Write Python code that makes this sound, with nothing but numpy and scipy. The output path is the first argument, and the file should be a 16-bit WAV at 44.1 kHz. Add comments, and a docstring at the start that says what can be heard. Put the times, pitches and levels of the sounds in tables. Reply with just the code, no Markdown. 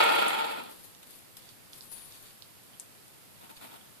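"""A workshop, close to a bare wheel hub spinning down on a worn bearing. The rollers grind over the pitted
race and ring the hub and its backing plate, pulsing ever more slowly until it stops. A hand then slides
over the flange, with small ticks and one thin squeak, and nudges the hub round so that the bearing
grates again. Room rumble and hiss lie underneath."""
import sys
import numpy as np
from scipy import signal
from scipy.fft import rfft, irfft, next_fast_len
from scipy.io import wavfile
from scipy.ndimage import map_coordinates

SR = 44100
rng = np.random.default_rng(int(sys.argv[2]) if len(sys.argv) > 2 else 0)


def log_audio(samples):
    """Write samples as a 16-bit WAV file to the path given in sys.argv[1]."""
    # one column per channel
    frames = np.atleast_2d(samples).T
    # limit to full scale, then quantise
    limited = np.clip(frames, -1, 1)
    pcm = np.round(limited * 32767).astype(np.int16)
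    wavfile.write(sys.argv[1], SR, pcm)


N = 176400
TOP_HZ = 14700

# left-right likeness of the hub: f/Hz, correlation
HUB_CORRELATION = [(100, 1), (600, 0.81), (1000, 0.64), (1400, .65), (1700, 0.24), (2400, 0.22),
                   (3300, 0.23), (4500, 0.18), (6000, 0.36)]


def amp(db):
    """Decibels to gain."""
    return 10 ** (np.asarray(db) / 20)


def unit(x):
    """Scale to rms 1."""
    return x / np.sqrt(np.mean(x ** 2) + 1e-20)


def at_hz(table, hz):
    """Table columns interpolated over log frequency."""
    f, *columns = np.transpose(table)
    return np.array([np.interp(np.log(hz + 1), np.log(f + 1), c) for c in columns])


def curve_db(points):
    """Level per sample, silent after the last point."""
    return np.interp(np.arange(N) / SR - 1e-9, *np.transpose(points), right=-140)


def wobble(rate_hz):
    """Smooth random curve through unit-variance knots."""
    knots = rng.standard_normal(int(N * rate_hz / SR) + 4)
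    return map_coordinates(knots, [np.arange(N) * rate_hz / SR])


def pan(left_over_right_db):
    """Left and right gains."""
    return amp(np.array([[.5], [-.5]]) * left_over_right_db)


def impacts(rate_hz):
    """Two streams of tiny random impacts, rms 1."""
    chance = np.clip(rate_hz / SR, 1e-3, 1)
    return (rng.random((2, N)) < chance) * rng.standard_normal((2, N)) / np.sqrt(chance)


def strokes(rows, skew):
    """Envelope of swells added in power; skew below 1 brings each peak forward."""
    t = np.arange(N) / SR
    power = 0
    for start_s, length_s, db in rows:
        progress = np.clip((t - start_s) / length_s, 0, 1)
        power += (amp(db) * np.sin(np.pi * progress ** skew)) ** 2
    return np.sqrt(power)


def resonate(drive, spectrum, modes=(), correlation=((100, 0), (1000, 0))):
    """Two drives ring a stereo body of broad spectrum and narrow modes, scaled to unit power gain."""
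    size = 2 * next_fast_len(N // 2 + SR // 4)
    hz = np.fft.rfftfreq(size, 1 / SR)
    peaks = 1 + sum(np.abs(amp([[left], [right]]) ** 2 - 1) / (1 + (2 * (hz - f) / width) ** 2)
                    for f, width, left, right in modes)
    magnitude = amp(at_hz(spectrum, hz)) * np.sqrt(peaks)
    cepstrum = irfft(np.log(magnitude))
    cepstrum[:, 1:size // 2] *= 2  # fold to minimum phase
    cepstrum[:, size // 2 + 1:] = 0
    body = np.exp(rfft(cepstrum))
    rms_gain = np.sqrt(np.sum(np.abs(body[:, hz < TOP_HZ]) ** 2) / (2 * len(hz)))
    spread_rad = np.arccos(np.clip(at_hz(correlation, hz)[0], -1, 1)) / 2
    mid, side = rfft(drive, size) * [np.cos(spread_rad), np.sin(spread_rad)]
    return irfft(np.array([mid + side, mid - side]) * body / rms_gain, size)[:, :N]


def hub_phase_shift(pair):
    """The hub's sound arrives left and right out of step."""
    left_lead = [(20, 3.4), (260, 3.1), (1100, 3.1), (1500, 6.62), (2240, 9.57), (3530, 19.2), (5400, 19.2),
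                 (14000, 35.4)]  # f/Hz, lead/rad
    size = next_fast_len(N + SR // 2)
    lead_rad = at_hz(left_lead, np.fft.rfftfreq(size, 1 / SR))
    shift = np.exp(1j * lead_rad * np.array([[.5], [-.5]]))
    return irfft(rfft(pair, size) * shift, size)[:, :N]


def room_tone():
    """Steady rumble and hiss with one low room resonance."""
    spectrum = [(24.8, -27.5, -47.5), (60.0, -16, -20.5), (100.0, -7.5, -10.5), (166, -6.0, -7),
                (247, -7.5, -12.0), (460, -13.5, -12), (660, -15.5, -12), (1570, -20, -15),
                (4860, -21, -17.5), (5860, -26.5, -21), (8500.0, -20, -18.5), (11600, -14.5, -18.5),
                (14000, -20.5, -20.5)]  # f/Hz, left/dB, right/dB
    boom = [(102, 40, 4.5, 1.5)]  # f/Hz, width/Hz, left/dB, right/dB
    likeness = [(60, -1.2), (130, -0.56), (300, -0.24), (1400, 0.012), (5000, 0)]  # f/Hz, left-right correlation (clipped to +-1)
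    return resonate(rng.standard_normal((2, N)) * amp(-54.5), spectrum, boom, likeness)


def reverb(x, t60_s=.16, gain_db=-5.5):
    """Short diffuse tail of the workshop."""
    t = np.arange(SR // 3) / SR
    tail = rng.standard_normal((2, len(t))) * amp(-60 * t / t60_s)
    return amp(gain_db) * signal.fftconvolve(x, tail / np.linalg.norm(tail[0]), axes=1)[:, :N]


def ticks(snap_db=-9.5, snap_t60_s=.005):
    """Grit and metal tick: a broadband snap plus a brief burst in one band."""
    # t/s, relative level/dB, f/Hz, half-width/octaves, t60/s, left over right/dB
    events = [(0.154, -36.5, 11300, .18, 0.027, 17), (.224, -40, 12140, 0.12, 0.03, 17),
              (0.2814, -23.5, 9250, 0.22, 0.019, 9), (.343, -44, 10300, .12, .02, 10),
              (.636, -38.5, 11500, 0.24, .015, 8), (.949, -39, 4300, 0.64, .008, -6),
              (1.369, -39.5, 4670, 0.73, 0.008, -17), (1.49, -39.5, 4260, .4, 0.0096, -11),
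              (1.7325, -33, 4070, 0.38, 0.0062, -12.5), (1.8086, -31.5, 4400, 0.22, 0.0045, -13.5),
              (1.9165, -36, 11300, .25, .03, 12), (2.123, -37, 4560, .5, .005, -5),
              (2.2267, -35.5, 12400, 0.29, .006, 10), (2.4224, -29, 4460, 0.19, 0.0042, -10),
              (2.6358, -43, 12500, 0.28, .006, 8), (2.798, -24.5, 9050, 0.26, 0.008, 9),
              (2.801, -40.5, 7500, .45, .035, -13), (3.0803, -41, 10500, 0.27, .008, 9),
              (2.731, -51, 3250, .08, 0.096, -4), (3.81, -46.5, 3300, .07, 0.037, -6)]
    track = np.zeros((2, N + SR))
    t = np.arange(SR // 8) / SR
    for start_s, db, hz, octaves, t60_s, pan_db in events:
        edges_hz = np.clip([hz / 2 ** octaves, hz * 2 ** octaves], 100, SR / 2 - 100)
        band = signal.butter(2, edges_hz, "bandpass", fs=SR, output="sos")
        decay = amp(-60 * t / t60_s)
        burst = signal.sosfilt(band, rng.standard_normal((2, len(t))) * decay)
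        burst *= np.linalg.norm(decay) / np.linalg.norm(burst, axis=1, keepdims=True)
        snap = amp(snap_db - 60 * t / snap_t60_s) * rng.standard_normal((2, len(t)))
        onset = round(start_s * SR)
        track[:, onset:onset + len(t)] += amp(db - 6) * (burst + snap) * pan(pan_db)
    return track[:, :N]


def hand():
    """Fingers hiss over rusty steel; the gripping palm scuffs and rings the flange."""
    rubs = [(.69, 0.13, -53.5), (.785, 0.064, -53.5), (.83, 0.12, -55), (1.065, 0.14, -54.5),
            (1.15, 0.12, -57.5), (1.367, .035, -49.5), (1.725, 0.13, -52), (1.815, 0.11, -52.5),
            (1.918, .05, -46.5), (1.91, 0.19, -50), (2.05, 0.17, -55), (2.15, 0.32, -59), (3.3, .35, -72)]  # t/s, length/s, level/dB
    scuffs = [(.78, 0.11, -73), (1.022, 0.025, -54.5), (1.09, .1, -58.5), (1.36, 0.2, -57.5),
              (1.72, 0.16, -65), (1.915, 0.17, -57), (2.05, 0.21, -57.5), (2.22, 0.12, -57),
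              (3.555, 0.034, -52)]  # t/s, length/s, level/dB
    finger_spectrum = [(200, -3, -3), (2030, -13, -12.5), (4540, -10, -4), (5800, -14, -12.5),
                       (8700, -3.5, -7), (10700, 3.5, -39), (12500, 1.5, -5), (15200, -11.5, -38)]  # f/Hz, left/dB, right/dB
    palm_spectrum = [(150, -32, 8), (600, -6, -4.5), (2080, -3.5, -2.5), (3300, 0, 2.5), (4630, -17, 0.5),
                     (5930, -4.5, -13.5), (8950, 1, -7), (14000, -4, -22)]  # f/Hz, left/dB, right/dB
    flange_modes = [(3700, 110, 11, 7.5), (4560, 230, 6, 9.5), (6680, 90, 5, 9)]  # f/Hz, width/Hz, left/dB, right/dB
    fingers = impacts(6000) * strokes(rubs, skew=.36) * amp(2.2 * wobble(100))
    palm = impacts(1800) * strokes(scuffs, skew=.85) * amp(wobble(60))
    return resonate(fingers, finger_spectrum) + resonate(palm, palm_spectrum, flange_modes)


def squeak(pitch_hz=10380, wander_hz=16.3, pan_db=12):
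    """A thin unsteady tone as a fingertip sticks and slips on the steel."""
    contour = [(1.86, -82), (1.905, -56.5), (1.934, -52), (1.986, -59.5), (2.018, -55.5), (2.136, -71),
               (2.25, -80)]  # t/s, level/dB
    phase = 2 * np.pi * np.cumsum(pitch_hz + wander_hz * wobble(250)) / SR
    started = np.arange(N) / SR > contour[0][0]
    envelope = started * amp(curve_db(contour) + 2.4 * wobble(90))
    return envelope * unit(np.sin(phase)) * pan(pan_db)


def nudges():
    """Turned and damped by the hand, the bearing grates in short spells."""
    pushes = [(3.40, 0.089, -53.5), (3.492, .03, -46), (3.555, 0.045, -62), (3.60, 0.1, -48),
              (3.685, 0.11, -49), (3.77, 0.18, -62)]  # t/s, length/s, level/dB
    grate_spectrum = [(100.0, -22.5, -17), (232, 5, -2.5), (460, -6, -6.5), (790, -5, -3),
                      (1310, -8.5, -8.5), (1800.0, -12, -13), (2500.0, -12.5, -9), (3730, -15.5, -8.5),
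                      (5870, -22, -23), (10800, -11.5, -22)]  # f/Hz, left/dB, right/dB
    damped_modes = [(700, 43, 5.5, 5.5), (904, 41, 10, 6), (1340, 90, 4, 5), (2270, 80, 6, 4),
                    (3780, 90, 5, 4)]  # f/Hz, width/Hz, left/dB, right/dB
    drive = impacts(2500) * strokes(pushes, skew=.68) * amp(1.1 * wobble(90))
    return hub_phase_shift(resonate(drive, grate_spectrum, damped_modes, HUB_CORRELATION))


def spin_down(start_pass_hz=38, stop_s=.82):
    """Rollers strike pits in the race, hardest at the worn spot, and slow evenly to rest."""
    rolling_force = [(0, -21.5), (.011, -17), (.019, -19.5), (.06, -21), (.14, -23), (.26, -26), (.33, -28),
                     (.41, -30), (.5, -34), (.6, -41), (.68, -50), (.75, -69), (.9, -86)]  # t/s, level/dB
    # spectra of hub and plate, dull rollers, dry race: f/Hz, left/dB, right/dB
    hub_spectrum = [(60.0, -57.5, -52), (122, -38.5, -48.5), (195, -20, -23.5), (388, -18.5, -22.5),
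                    (766, -12, -8.5), (1165, -15, -17), (1510, -17.5, -25.5), (2640, -20, -16),
                    (4360, -24.0, -18.5), (4630, -23, -19.5), (5060, -34.0, -30.5), (6500.0, -36, -34.5)]
    hub_treble = [(8800, -32.5, -55), (14000, -79, -64)]
    roller_spectrum = [(85, -50, -46), (138, -16, -27), (235, 1, -9.5), (343, -2.5, -6.5), (595, -5, -4),
                       (990, -9, -3.5), (1800, -14.5, -18), (4220, -14.5, -11.5), (5900, -37, -30),
                       (12000, -39, -50)]
    race_spectrum = [(4500, -39, -25), (6700, -11, -10), (7650, 1.5, 1), (9400, 4, -19), (11900, 9.5, -32),
                     (13700, 4.5, -24), (14300, -5, -66)]
    # modes of hub and plate, race: f/Hz, width/Hz, left/dB, right/dB
    hub_modes = [(350, 25, 10.5, 4), (462.4, 22, 13, 16.5), (583, 25, 11.5, 10), (798, 14, 11.5, 8),
                 (830, 14, 11.5, 11), (889.8, 14.5, 20.5, 15.5), (953, 54, 12, 10.5), (1290, 51, 14, 13),
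                 (1295, 27, 10, 7), (1394, 50, 14.5, 21), (1827, 29, 3, 16.5), (1966, 30, 3, 11),
                 (2220, 54, 12.5, 12.5), (2490, 113, 10, 9.5), (2655, 20, 13, -1), (3034, 20, 9.5, 11),
                 (3298, 68, 13, 10.5), (3562, 24, 10, 12), (3820, 30, 5, 1)]
    race_modes = [(7320, 37, 21.2, 13), (8500, 80, 11.6, 4), (10070, 69, 12, 8.3), (10750, 80, 6, 3),
                  (13520, 100, 10, 3)]

    speed = np.clip(1 - np.arange(N) / SR / stop_s, 0, 1)
    passes = np.cumsum(speed) * start_pass_hz / SR - .36
    pulse = 2 * np.cos(np.pi * passes) ** 4 - 1  # +1 with a roller on the worn spot
    pits_hz = 9000 * (speed + .25)
    force_db = curve_db(rolling_force)
    fade_db = force_db - force_db.max()

    ring_drive = impacts(pits_hz) * amp(force_db + pulse + .41 * wobble(120))
    ring = resonate(ring_drive, hub_spectrum + hub_treble, hub_modes, HUB_CORRELATION)
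    growl_db = -34.5 + .44 * fade_db + 2 * pulse  # growl and sizzle fade more slowly than the ring
    growl = resonate(impacts(pits_hz) * amp(growl_db), roller_spectrum, correlation=HUB_CORRELATION)
    sizzle_db = -41 + .58 * fade_db + 2 * pulse + 1.9 * wobble(47.3)
    sizzle = resonate(impacts(pits_hz) * amp(sizzle_db), race_spectrum, race_modes)
    return hub_phase_shift(ring + growl) + sizzle


def scene():
    """Hub, handling and room; reverb on the handling only."""
    handling = ticks() + hand() + squeak() + nudges()
    return spin_down() + handling + reverb(handling) + room_tone()


def record(dry):
    """Brick-wall low-pass at TOP_HZ."""
    size = next_fast_len(N + SR // 2)
    passband = np.fft.rfftfreq(size, 1 / SR) < TOP_HZ
    return irfft(rfft(dry, size) * passband, size)[:, :N]


dry = scene()
out = record(dry)
log_audio(out)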